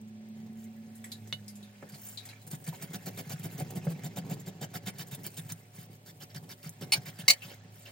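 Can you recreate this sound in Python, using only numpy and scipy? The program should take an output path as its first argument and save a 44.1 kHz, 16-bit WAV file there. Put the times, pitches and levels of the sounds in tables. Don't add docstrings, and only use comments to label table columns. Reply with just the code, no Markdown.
import sys
import numpy as np
from scipy import signal
from scipy.fft import rfft, irfft, next_fast_len
from scipy.io import wavfile
from scipy.ndimage import uniform_filter1d

SR = 44100
rng = np.random.default_rng(int(sys.argv[2]) if len(sys.argv) > 2 else 0)


def rack_gain(trim_db):
    fader = np.asarray(trim_db, float)
    return 10 ** (fader / 20)


def to_wav(s):
    ch = np.atleast_2d(s).T
    pcm = np.round(np.clip(ch, -1, 1) * 32767)
    wavfile.write(sys.argv[1], SR, pcm.astype(np.int16))


N = 348831
TIME = np.arange(N) / SR


def evened(x):
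    return x / np.sqrt(np.mean(x ** 2) + 1e-20)


def read(points, hz):
    f, value = np.transpose(points)
    return np.interp(np.log(hz + 1), np.log(f + 1), value)


def over_time(points):
    return np.interp(TIME, *np.transpose(points))


def add(mix, s, sound):
    part = mix[..., round(s * SR):][..., :sound.shape[-1]]
    part += sound[..., :part.shape[-1]]


def coloured(x, points):
    size = next_fast_len(x.shape[-1])
    gain = rack_gain(read(points, np.fft.rfftfreq(size, 1 / SR)))
    return evened(irfft(rfft(x, size) * gain, size)[..., :x.shape[-1]])


def ring(x, hz, width):
    r, w = np.exp(-np.pi * width / SR), 2 * np.pi * hz / SR
    return signal.lfilter([0, r * np.sin(w)], [1, -2 * r * np.cos(w), r * r], x)


def body(x, modes, least_hz=60, flip=1):
    total = 0
    for k, (hz, width, db) in enumerate(modes):
        total = total + flip ** k * rack_gain(db) * width * ring(x, hz, max(width, least_hz))
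    return evened(total)


def glide(x, hz, width):
    turn, r = np.exp(2j * np.pi * np.cumsum(hz) / SR), np.exp(-np.pi * width / SR)
    return evened((turn * signal.lfilter([1 - r], [1, -r], x / turn)).real)


def flicks(per_s, spread_db):
    size = rack_gain(spread_db * np.minimum(rng.exponential(1, N), 5)) * rng.standard_normal(N)
    return evened(size * (rng.random(N) < per_s / SR))


def wander(seconds):
    width = int(seconds * SR)
    return evened(uniform_filter1d(uniform_filter1d(rng.standard_normal(N), width), width))


def patchy(x, patchy_db):
    z = signal.stft(x, nperseg=256, noverlap=192)[2]
    patches = rng.standard_normal(z.shape[::-1]).T
    patches = uniform_filter1d(uniform_filter1d(patches, size=4, axis=0), size=7, axis=1)
    return evened(signal.istft(z * rack_gain(patchy_db * evened(patches)), nperseg=256, noverlap=192)[1][:N])


def steadied(x, seconds):
    power = abs(uniform_filter1d(x ** 2, int(seconds * SR)))
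    return evened(x / np.sqrt(power + 0.075 * np.mean(x ** 2)))


# pitch in Hz, level in dB rms, waver of the pitch in Hz.
FRIDGE_LINES = [(107.2, -55, 0.91), (145, -69.5, 3.32), (250, -70.5, 3.92), (565, -76, 3.75),
                (609, -78.5, 4.2), (734, -76.5, 4.6)]


def fridge():
    out = np.zeros(N)
    for hz, db, waver in FRIDGE_LINES:
        level = rack_gain(db + 2.5 * wander(0.12) + 2.27 * wander(0.024))
        out += level * np.sin(2 * np.pi * np.cumsum(hz + waver * wander(0.063)) / SR)
    return np.sqrt(2) * out


# time in seconds, pitch of its third order in Hz, level in dB.
ENGINE_PITCH = [
    (0.0, 215.6, -45.5),
    (0.63, 221.5, -45.5),
    (1.17, 221.6, -51.5),
    (1.43, 206.6, -53),
    (1.58, 207.0, -47.5),
    (1.75, 205.0, -58.5),
    (1.81, 205.0, -52.5),
    (2.45, 208.4, -68.5),
]
# multiple of that pitch, level in dB.
ENGINE_TONES = [(1, 0), (5 / 3, -25.5)]


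def engine():
    s, hz, db = np.transpose(ENGINE_PITCH)
    turns = np.cumsum(np.interp(TIME, s, hz) + 0.75 * wander(0.015)) / SR
    tones = np.zeros(N)
    for multiple, tone_db in ENGINE_TONES:
        tones += rack_gain(tone_db + 1.67 * wander(0.014)) * np.sin(2 * np.pi * multiple * turns)
    return np.sqrt(2) * tones * rack_gain(np.interp(TIME, s, db, right=-120))


# frequency in Hz, level in dB per Hz.
AIR_COLOUR = [(15, -68), (25, -15), (48, 2), (80, -5.5), (114, -12.5), (223, -27.5), (335, -10.5),
              (591, -13), (1260, -19), (2280, -17.5), (8590, -28), (11300, -47), (13600, -84), (16000, -62)]
# frequency in Hz, likeness from -1 to 1.
LIKENESS = [(60, 0.87), (290, 0.76), (640, 0.65), (1400, -0.83), (3000, 0.09), (7000, -0.99), (10200, 0.45),
            (12200, 0.51), (14500, -0.28)]


def air():
    size = next_fast_len(N)
    hz = np.fft.rfftfreq(size, 1 / SR)
    a, b = rfft(rng.standard_normal((2, size)))
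    same = np.clip(read(LIKENESS, hz), -1, 1)
    z = np.array([a, same * a + np.sqrt(1 - same ** 2) * b]) * rack_gain(read(AIR_COLOUR, hz))
    noise = np.array([patchy(port, patchy_db=1.5) for port in irfft(z, size)[:, :N]])
    return rack_gain(-63) * noise * rack_gain(0.89 * wander(0.26))


# start in seconds, length in seconds, bite of the edge in dB,
# weight of the hand in dB, pitch of the counter in Hz.
BACK_STROKES = [(2.515, 0.052, -49.5, -36, 148), (2.666, 0.039, -44.5, -34, 149),
                (2.816, 0.041, -46.5, -35, 145), (2.934, 0.038, -43.5, -33.5, 193),
                (3.06, 0.036, -43, -34, 175), (3.176, 0.041, -43, -30, 187), (3.297, 0.05, -43.5, -35, 152),
                (3.433, 0.044, -47, -30, 159), (3.58, 0.052, -48, -30, 150),
                (3.756, 0.035, -49.5, -25, 147), (3.893, 0.045, -54, -28, 158),
                (4.036, 0.047, -47.5, -27, 163), (4.163, 0.039, -44, -30.5, 183),
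                (4.299, 0.052, -46, -29.5, 150), (4.463, 0.043, -50.5, -31, 187),
                (4.614, 0.044, -43, -26, 159), (4.74, 0.044, -41.5, -31.5, 160),
                (4.863, 0.045, -40.5, -35.5, 181), (4.985, 0.053, -43.5, -37.5, 153),
                (5.113, 0.052, -48, -36, 139), (5.243, 0.044, -45.5, -37.5, 198),
                (5.37, 0.035, -45, -41.5, 156), (5.491, 0.045, -47, -42, 154)]
# the same five columns, in seconds, seconds, dB, dB and Hz.
TAIL_END_STROKES = [(6.062, 0.059, -55, -50, 194), (6.206, 0.047, -50, -42.5, 140),
                    (6.347, 0.041, -47.5, -42, 150), (6.493, 0.05, -49, -49, 150),
                    (6.63, 0.068, -51.5, -45.5, 157), (6.812, 0.04, -47, -39.5, 143),
                    (6.93, 0.055, -39.5, -44, 184), (7.058, 0.053, -45.5, -44, 142),
                    (7.189, 0.039, -44.5, -45, 180)]
# start in seconds, length in seconds, level in dB, wetness in dB.
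LIGHT_TOUCHES = [(0.01, 0.063, -66.5, 10), (0.075, 0.028, -73, 5), (0.36, 0.078, -67, -7),
                 (0.73, 0.02, -83, -3), (1.89, 0.022, -56, 4), (0.951, .05, -76, 10),
                 (0.642, 0.016, -71, 12), (2.24, .04, -65, -1), (2.642, 0.016, -57, 8),
                 (2.726, 0.044, -53.5, -3), (4.02, 0.014, -72, 6), (4.526, 0.012, -60, -7),
                 (2.06, 0.11, -69, 5), (0.57, 0.11, -66, 2), (2.41, 0.033, -75, 14),
                 (2.469, 0.024, -57.5, 8), (2.504, 0.019, -56.5, 10), (3.702, 0.014, -61, 14),
                 (3.51, 0.057, -65, 9), (3.84, 0.036, -66, 11), (6.43, 0.021, -72, -2),
                 (4.399, 0.024, -68, 17), (5.067, 0.028, -76, 23), (1.926, 0.042, -54.5, -15),
                 (1.99, 0.19, -61, 2), (5.744, .13, -58, 4.5), (5.91, 0.065, -66.5, 5.5),
                 (6.296, 0.043, -63, -16), (7.425, 0.049, -51, -9), (7.436, 0.15, -63.5, 7),
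                 (7.483, 0.065, -52.5, -18), (7.729, 0.23, -64, 7), (7.86, 0.05, -53, -17.5)]


def contacts():
    rows = []
    for table, spray_db, knock_db in ((BACK_STROKES, -44.5, -51.5), (TAIL_END_STROKES, -48.5, -50)):
        for s, length, bite_db, weight_db, _ in table:
            extra_bite_db = bite_db + 46
            knock = knock_db + 0.84 * extra_bite_db + 0.68 * (weight_db + 40.5)
            rows.append((s, length, bite_db, spray_db + 0.57 * extra_bite_db, knock, weight_db - 4.5))
    rows += [(s + 0.083, 0.037, *(np.array(levels_db) - 20)) for s, _, *levels_db in rows]
    for s, length, db, wet_db in LIGHT_TOUCHES:
        rows.append((s, length, db, db + wet_db, db - 18.5 - wet_db, db - 25 + wet_db))
    return rows


def pushes():
    push = np.zeros((4, N))
    for s, length, *levels_db in contacts():
        u = np.linspace(0, 1, int(1.25 * length * SR))
        shape = (1 - np.exp(-(u / 0.23) ** 2)) * np.cos(np.pi / 2 * u ** 2.98) ** 1.4
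        add(push, s - 0.23 * length, rack_gain(np.array(levels_db) - 1.63)[:, None] * shape)
    return push


# pitch in Hz, width in Hz, level in dB.
PRESSED_BLADE = [(672, 55, 0), (2399, 55, 7), (3120, 18.6, 16.5), (3775, 71, 4), (4640, 110, 2.5),
                 (5710, 42, -0.5), (6050, 26, -12), (7600, 22, -13)]
# frequency in Hz, level in dB per Hz.
SCRAPE_COLOUR = [(530, -40), (900, -4.5), (1190, -8), (1530, 3), (2240, -8.5), (3650, -6), (7000, -3),
                 (9100, -64), (15400, -120)]
# time in seconds, level in dB.
SCALE_BRIGHTNESS = [(2.4, -19), (3.3, -20), (4.5, -20), (4.8, -11), (5.6, -11), (6.1, -5.5), (6.8, -5),
                    (7.2, -13.5)]


def scrape_grain():
    edge = patchy(flicks(20000, 3.2), patchy_db=4.0)
    scrape = 0.45 * coloured(edge, SCRAPE_COLOUR) + 0.4 * body(edge, PRESSED_BLADE[1:])
    scrape += 0.22 * glide(edge, 3270 * (1 + 0.19 * wander(0.029)), 400)
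    ticks = coloured(flicks(450, 3.65), SCRAPE_COLOUR)
    scales = steadied(ring(edge, 5440, 940), 0.033)
    return 0.74 * steadied(scrape, 0.019) + 0.22 * ticks + rack_gain(over_time(SCALE_BRIGHTNESS)) * scales


# frequency in Hz, level in dB per Hz.
FIZZ_COLOUR = [(4000, -15), (6500, 0.5), (9000, 7.5), (11000, 2.5), (13000, 7), (15500, 3.5), (16000, 11),
               (16300, -54)]


def fizz_grain():
    return steadied(coloured(patchy(flicks(17000, 5.1), patchy_db=4.5), FIZZ_COLOUR), 0.025)


# time in seconds, level in dB.
TOP_MODE_LEVEL = [(2.4, 8), (2.65, -10), (2.8, -6), (3.3, -1), (3.9, -16), (4.05, 5.5), (4.65, 6.5),
                  (4.8, -1), (5.6, 0), (7, -6)]


def spray_grain(fizz):
    return fizz + 0.26 * rack_gain(over_time(TOP_MODE_LEVEL)) * steadied(ring(fizz, 7500, 230), 0.06)


def flesh_grain():
    return steadied(coloured(flicks(3000, 4.1), [(220, -20.0), (380, 1.5), (800, 2.0), (1400, -16.5)]), 0.076)


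# pitch in Hz, width in Hz, level in dB.
COUNTER_MODES = [(140, 10.6, 8), (165, 30, -2), (196, 36, -7), (268.7, 34, -13.5), (369, 27, -6.5)]


def rumble_grain():
    rumble = coloured(body(flicks(220, 1.6), COUNTER_MODES), [(60, -6.5), (130, -1.0)])
    start_s, *_, counter_hz = np.transpose(BACK_STROKES + TAIL_END_STROKES)
    rumble = 0.8 * rumble + 0.143 * glide(rumble, np.interp(TIME, start_s, counter_hz), 57.8)
    return steadied(rumble, 0.044)


# frequency in Hz, level in dB per Hz.
TRICKLE_COLOUR = [(700, -16), (1500, 7.5), (2500, 2.5), (4500, 0.5), (7500, -2), (9500, -37)]


def trickle_grain():
    trickle = coloured(patchy(flicks(9000, 1.0), patchy_db=4.0), TRICKLE_COLOUR)
    return trickle + 0.5 * glide(trickle, 2200 * (1 + 0.11 * wander(0.042)), 260)


# time in seconds, handling level in dB, wetness in dB.
FINGERS = [(0.0, -81.5, 2.5), (1.15, -70, 3), (1.67, -71, 0.5), (1.89, -68.5, 0.5), (2.07, -70.5, 21),
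           (2.16, -69, 8), (2.31, -59.5, -11), (2.51, -82, 17), (2.73, -65.5, 3), (3.5, -61.5, -2),
           (4.03, -63.5, -12), (4.6, -70, -35.5), (5.35, -66.5, 10), (5.84, -77, 1), (6.189, -88, 20.5),
           (7.14, -63, -4.5), (7.38, -62.5, 0), (7.78, -72.5, -31.5)]


def strokes():
    scrape_push, spray_push, knock_push, rumble_push = pushes()
    s, hand_db, wet_db = np.transpose(FINGERS)
    handling = rack_gain(np.interp(TIME, s, hand_db) + 0.7 * wander(0.017))
    wetness = rack_gain(np.interp(TIME, s, hand_db + wet_db) + 0.7 * wander(0.017))
    lean = rack_gain(-69.5) + rack_gain(-17) * uniform_filter1d(rumble_push, int(0.15 * SR))
    lean = lean * rack_gain(4.7 * wander(0.061))
    fizz, flesh = fizz_grain(), flesh_grain()
    knock = 0.58 * steadied(body(flicks(990, 1.5), PRESSED_BLADE[:1]), 0.047) + 0.13 * flesh
    out = scrape_push * scrape_grain() + spray_push * spray_grain(fizz)
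    out += handling * trickle_grain() + wetness * fizz + knock_push * knock
    out += (0.48 * lean + 0.54 * handling + 0.0083 * rumble_push) * flesh
    return out + (0.5 * rumble_push + 2.29 * lean) * rumble_grain()


# time in seconds, peak in dB.
SCALE_SNAPS = [(0.0146, -19.5), (0.0822, -27), (0.2877, -22), (0.5297, -23), (0.641, -24), (0.7337, -39),
               (0.7647, -24), (2.6432, -10), (2.9386, -8), (3.066, -19), (3.3968, -8.5), (3.446, -9),
               (4.0454, -10), (4.1718, -5), (4.4636, -16), (4.7436, -14), (4.8733, -8), (4.9896, -13),
               (5.1223, -13), (5.2345, -10), (5.383, -7), (2.468, -12), (2.5127, -4), (3.600, -1),
               (3.759, -5), (2.825, -3), (5.0664, -41), (5.15, -5), (5.2654, 4.5), (5.522, 3.5),
               (6.6934, -1)]


def snaps():
    out, t = np.zeros(N), np.arange(200) / SR
    catches = [(s, bite_db + 36) for s, _, bite_db, *_ in BACK_STROKES + TAIL_END_STROKES]
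    for s, db in SCALE_SNAPS + catches:
        add(out, s, rack_gain(db - 28.0 - 60 * t / 0.0053) * coloured(rng.standard_normal(200), FIZZ_COLOUR))
    return out


# time in seconds, peak in dB, ring in Hz,
# share of wide crack from 0 to 1, left over right in dB.
SMALL_TOUCHES = [(0.953, -47.5, 8600, 1, 1), (1.041, -35, 1860, 0.7, -4), (1.0413, -38, 7540, 0.75, 3),
                 (1.1172, -28, 3890, 0.58, 2), (1.273, -47.5, 6500, 1, -2), (1.3254, -37, 3830, 0.57, 4),
                 (1.48, -36, 4950, 0.83, 5), (1.555, -44, 7090, 0.9, 2), (1.6272, -43.5, 3720, 0.63, 4),
                 (1.92, -45, 4700, 0.73, .3), (1.942, -41.5, 4320, 0.65, -1.5),
                 (2.053, -47, 7850, 0.97, .3), (2.173, -35.5, 3910, 0.4, 8), (2.176, -34.5, 3790, 0.54, 10),
                 (2.253, -34.5, 1846, 0.94, 19), (2.2877, -39, 4020, 0.6, 4), (2.414, -58, 4000, 0.3, -7),
                 (7.42, -36.5, 2590, 0.44, 6), (7.8566, -44.5, 2710, 0.3, 3)]
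# pitch in Hz, peak in dB, seconds to fall 60
# dB.
TAPPED_BLADE = [(2940, -31, 0.09), (3650, -22, 0.014), (4320, -31, 0.023), (5760, -40, 0.018),
                (1500, -51, 0.09), (2190, -41, 0.059), (694, -50, 0.072), (145, -41, 0.17)]


def clinks():
    out, t = np.zeros((3, N)), np.arange(9000) / SR
    crack_colour = [(700, -65), (2000, -10.0), (5000, 6.5), (12000, 17.5), (15500, 5), (16200, -34)]
    for s, db, hz, crack, pan_db in SMALL_TOUCHES:
        t60 = 0.12 * rack_gain(-0.068 * (db + 28.0))
        crack = np.clip(crack, 0, 1)
        rattle = rng.standard_normal((3, 9000)) * rack_gain(-60 * t / t60) * (1 - np.exp(-t / 0.00022))
        sag = glide(rattle, hz * (1 + 0.056 * np.exp(-t / 0.0081)), 170)
        tone = sag / abs(sag).max() * abs(ring(rattle, hz, 160)).max()
        tone = tone + 0.37 * ring(rattle, 1.225 * hz, 260) + 0.51 * ring(rattle, 1.9 * hz, 370)
        wide = coloured(rattle, crack_colour)
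        sound = (1 - crack) * tone / abs(tone).max() + crack * wide / abs(wide).max()
        sides = rack_gain(np.array([[pan_db / 2], [-pan_db / 2]]) - 4.5)
        sound[1:] = ring(sound[1:], hz, 2000) * sides
        add(out, s, rack_gain(db) * sound)
    for hz, db, t60 in TAPPED_BLADE:
        add(out[0], 1.3264, rack_gain(db - 60 * t / t60) * np.sin(2 * np.pi * hz * t))
    return out


# time in seconds, peak in dB,
# pitch in Hz.
COUNTER_PUSHES = [(1.927, -39.5, 140),
                  (2.529, -30, 145), (2.682, -29.5, 158), (2.832, -35, 148), (2.895, -40, 151),
                 (2.943, -35, 196), (3.068, -34.5, 186), (3.184, -39, 183), (3.267, -35.5, 156),
                 (3.335, -31.5, 151), (3.394, -35.5, 154), (3.439, -36, 161), (3.546, -33, 145),
                 (3.615, -37.5, 127), (3.616, -31, 151), (3.767, -31, 150), (3.87, -21.5, 158.6),
                 (4.05, -37, 163), (4.179, -33, 194), (4.256, -35.5, 150), (4.312, -31, 142),
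                 (4.334, -39, 170), (3.931, -37, 159), (4.2, -36, 165), (4.41, -42, 149),
                 (4.479, -33.5, 186), (4.619, -41, 147), (4.742, -63, 161), (4.868, -34.5, 196),
                 (4.992, -39, 150), (5.126, -35, 140), (5.241, -43, 200), (5.386, -36, 160),
                 (5.454, -39, 139), (5.515, -36, 160), (5.593, -54, 128), (5.741, -55, 127),
                 (5.783, -44, 135), (5.83, -46, 128), (5.896, -61, 127), (6.073, -63, 195),
                 (6.214, -47, 140), (6.357, -35.5, 143), (6.438, -55, 127), (6.514, -48, 181.1),
                 (6.66, -35.5, 156.4), (6.761, -59, 126), (6.822, -35.5, 152), (6.949, -52, 186),
                 (6.973, -37, 127), (6.975, -38, 148), (7.07, -36, 150), (7.192, -37.5, 177),
                 (7.232, -40, 132), (7.283, -42, 204), (7.449, -42, 145)]


def thuds():
    out, t = np.zeros(N), np.arange(6000) / SR
    for s, db, hz in COUNTER_PUSHES:
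        swing = np.sin(2 * np.pi * hz * t) + 0.25 * np.sin(2 * np.pi * 1.232 * hz * t)
        rise = 1 - np.exp(-(t / 0.0074) ** 2)
        add(out, s - 0.003, rack_gain(db + 12.5 - 60 * t / 0.058) * swing * rise)
    return out


# time in seconds, peak in dB, ring in Hz, seconds to fall 60 dB.
DULL_KNOCKS = [(1.823, -29, 565, 0.051), (1.829, -40, 735, 0.028), (2.674, -48, 668, 0.046),
               (2.725, -34.5, 905, 0.061), (3.066, -33.5, 650, 0.044), (3.185, -42.5, 690, 0.042),
               (3.603, -29, 675, 0.047), (3.771, -45, 413, 0.035), (3.867, -21, 460, 0.025),
               (4.169, -30, 650, 0.058), (4.311, -44, 700, 0.045), (4.621, -34.5, 403, 0.1),
               (6.818, -36.5, 410, 0.069), (7.513, -40, 560, 0.041), (7.87, -44.5, 590, 0.083)]


def knocks():
    out, t = np.zeros(N), np.arange(6000) / SR
    puff_colour = [(150, -2), (320, -7.0), (900, 4.0), (1600, 0.0), (4000, -25.5)]
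    for s, db, hz, t60 in DULL_KNOCKS:
        puff = coloured(rng.standard_normal(6000), puff_colour)
        swing = 0.39 * evened(ring(puff, hz, 200)) + 0.22 * puff
        add(out, s + 0.001004, rack_gain(db + 3.0 - 60 * t / t60) * swing * (1 - np.exp(-t / 0.0019)))
    return out


# time in seconds, peak in dB.
TIP_BOUNCES = [
    (6.9207, -8.5),
    (6.9245, -11),
    (6.9285, -27),
    (6.9322, -10),
    (6.9355, -11),
    (6.9385, -16),
    (6.944, -23),
    (6.952, -30),
]
# pitch in Hz, width in Hz, level in dB.
TIP_MODES = [(850, 24, -21.5), (2190, 28, -3), (2450, 57, -6), (2940, 28, -1), (4464, 36, 5.5),
             (4770, 40, -2), (5670, 34, -31), (7020, 31, -10), (8700, 120, -13), (9000, 63, -2.5),
             (10920, 80, -20), (12800, 46, -18), (14100, 30, -22.5), (15000, 41, -28)]
# time in seconds, peak in dB.
HEEL_BOUNCES = [(7.2806, -3.5), (7.2831, -7.5), (7.2885, -15), (7.2965, -8), (7.301, -5), (7.3055, -3.5),
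                (7.309, -14.5), (7.312, -16), (7.3175, -24.5), (7.323, -25), (7.333, -22)]
# pitch in Hz, width in Hz, level in dB.
HEEL_MODES = [(680, 47, -38), (2160, 65, -7), (3020, 23, -2), (3800, 130, -47.5), (4610, 49.5, 2.5),
              (5770, 33, -30.5), (6040, 350, -13.5), (7090, 53, -5), (7660, 54, -6.5), (8910, 320, -13.5),
              (9700, 62, -16), (10300, 220, -21), (12250, 890, -35), (15400, 28, -16)]
# frequency in Hz, level in dB per Hz.
STONE_COLOUR = [(300, -84), (650, -39.5), (1500, -75.5), (2300, -18), (4500, 26), (8000, 9.5), (12000, -30),
                (15500, 0), (16200, -64)]


def chatter(bounces, modes, blade_db):
    contact, t = np.zeros(N), np.arange(1500) / SR
    for s, db in bounces:
        add(contact, s, rack_gain(db - 60 * t / 0.012) * (1 - np.exp(-t / 0.0017)))
    grit = contact * np.tanh(2 * rng.standard_normal(N))
    for s, db in bounces:
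        add(grit, s, rack_gain(db + 5.5) * np.array([1., -1.]))
    size = np.sqrt(np.mean(grit ** 2))
    thin = [(200, -49), (600, 7.0), (1400, 10), (2000, -4.0), (9000, -8.5), (15000, 7.5)]
    blade = coloured(body(grit, modes, 110, -0.97), thin)
    return size * (rack_gain(blade_db) * blade + 0.55 * coloured(grit, STONE_COLOUR))


# frequency in Hz, lead in radians.
LEFT_LEAD = [(0, 0), (4200, .3), (7500, 1.3), (9000, 2.2), (10200, 2.95), (12300, 3.3), (14500, 5.2),
             (15800, 6.0)]
# frequency in Hz, left over right in dB.
LEFT_LEVEL = [(60, -1.5), (700, -2.1), (4400, -2.1), (8100, -.6), (10000, 0), (15000, 0)]


def ports(x):
    size = next_fast_len(N)
    hz = np.fft.rfftfreq(size, 1 / SR)
    half = rack_gain(read(LEFT_LEVEL, hz) / 2) * np.exp(.5j * read(LEFT_LEAD, hz))
    return irfft(rfft(x, size) * np.array([half, 1 / half]), size)[:, :N]


# frequency in Hz, seconds to fall 60 dB.
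KITCHEN_DECAY = [(200, 0.21), (1000, 0.081), (4000, 0.059), (12000, 0.038)]


def kitchen(x):
    taps = np.zeros((2, SR // 2))
    at = np.arange(60, SR // 2 - 20, 20) + rng.integers(0, 20, (2, (SR // 2 - 61) // 20))
    np.put_along_axis(taps, at, rng.choice([-1., 1.], at.shape), 1)
    hz, t, z = signal.stft(taps, SR, nperseg=256)
    same = np.clip(read(LIKENESS, hz), -1, 1)[:, None]
    z[1] = same * z[0] + np.sqrt(1 - same ** 2) * z[1]
    weak_bass = (hz / (hz + 350))[:, None]
    decay = rack_gain(-60 * t / read(KITCHEN_DECAY, hz)[:, None])
    tail = signal.istft(z * weak_bass * decay, SR, nperseg=256)[1]
    return signal.oaconvolve(x[None], tail / np.linalg.norm(tail[0]), axes=1)[:, :N]


def starve_middle(x):
    low_hz, top_hz, bins_per_band = 3200, 13400, 32
    hz, t, (mid, side) = signal.stft(np.array([x[0] + x[1], x[0] - x[1]]) / 2, SR, nperseg=2048)
    band = np.arange(len(hz)) // bins_per_band
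    starts = np.arange(0, len(hz), bins_per_band)
    mid_power, side_power = (np.add.reduceat(abs(z) ** 2, starts, axis=0)[band] for z in (mid, side))
    whim = rng.standard_normal((len(t), len(starts)))
    whim = evened(uniform_filter1d(uniform_filter1d(whim, size=2, axis=0), size=2, axis=1))
    strength = mid_power * rack_gain(2 * 5 * whim).T[band]
    kept = strength > np.maximum(side_power * rack_gain(-2 * 12.0), rack_gain(2 * -97))
    strict = strength > np.maximum(rack_gain(2 * -89.5), side_power * rack_gain(-2 * 4))
    kept &= strict | ((hz < 9800) | (hz > 12500))[:, None]
    kept |= mid_power[hz > low_hz].max(axis=0) > rack_gain(2 * -44)
    kept |= ((hz < low_hz) | (hz > top_hz))[:, None]
    mid = signal.istft(mid * kept, SR, nperseg=2048)[1][:N]
    half_difference = (x[0] - x[1]) / 2
    return np.array([mid + half_difference, mid - half_difference])


def scene():
    small = clinks()
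    near = strokes() + snaps() + small[0] + thuds() + knocks()
    near += chatter(TIP_BOUNCES, TIP_MODES, 0.25) + chatter(HEEL_BOUNCES, HEEL_MODES, 0.32)
    near = signal.sosfilt(signal.butter(3, 98, "high", fs=SR, output="sos"), near)
    return ports(near + fridge() + engine()) + small[1:] + rack_gain(-3.5) * kitchen(near) + air()


def top_cut(x):
    return signal.sosfilt(signal.butter(12, 16970, fs=SR, output="sos"), x)


def record(dry):
    x = signal.sosfilt(signal.butter(3, 92, "high", fs=SR, output="sos"), dry)
    x = signal.sosfilt(signal.ellip(8, .5, 45, 15850, "low", fs=SR, output="sos"), x)
    mix = starve_middle(x)
    return top_cut(mix)


dry = scene()
out = record(dry)
to_wav(out)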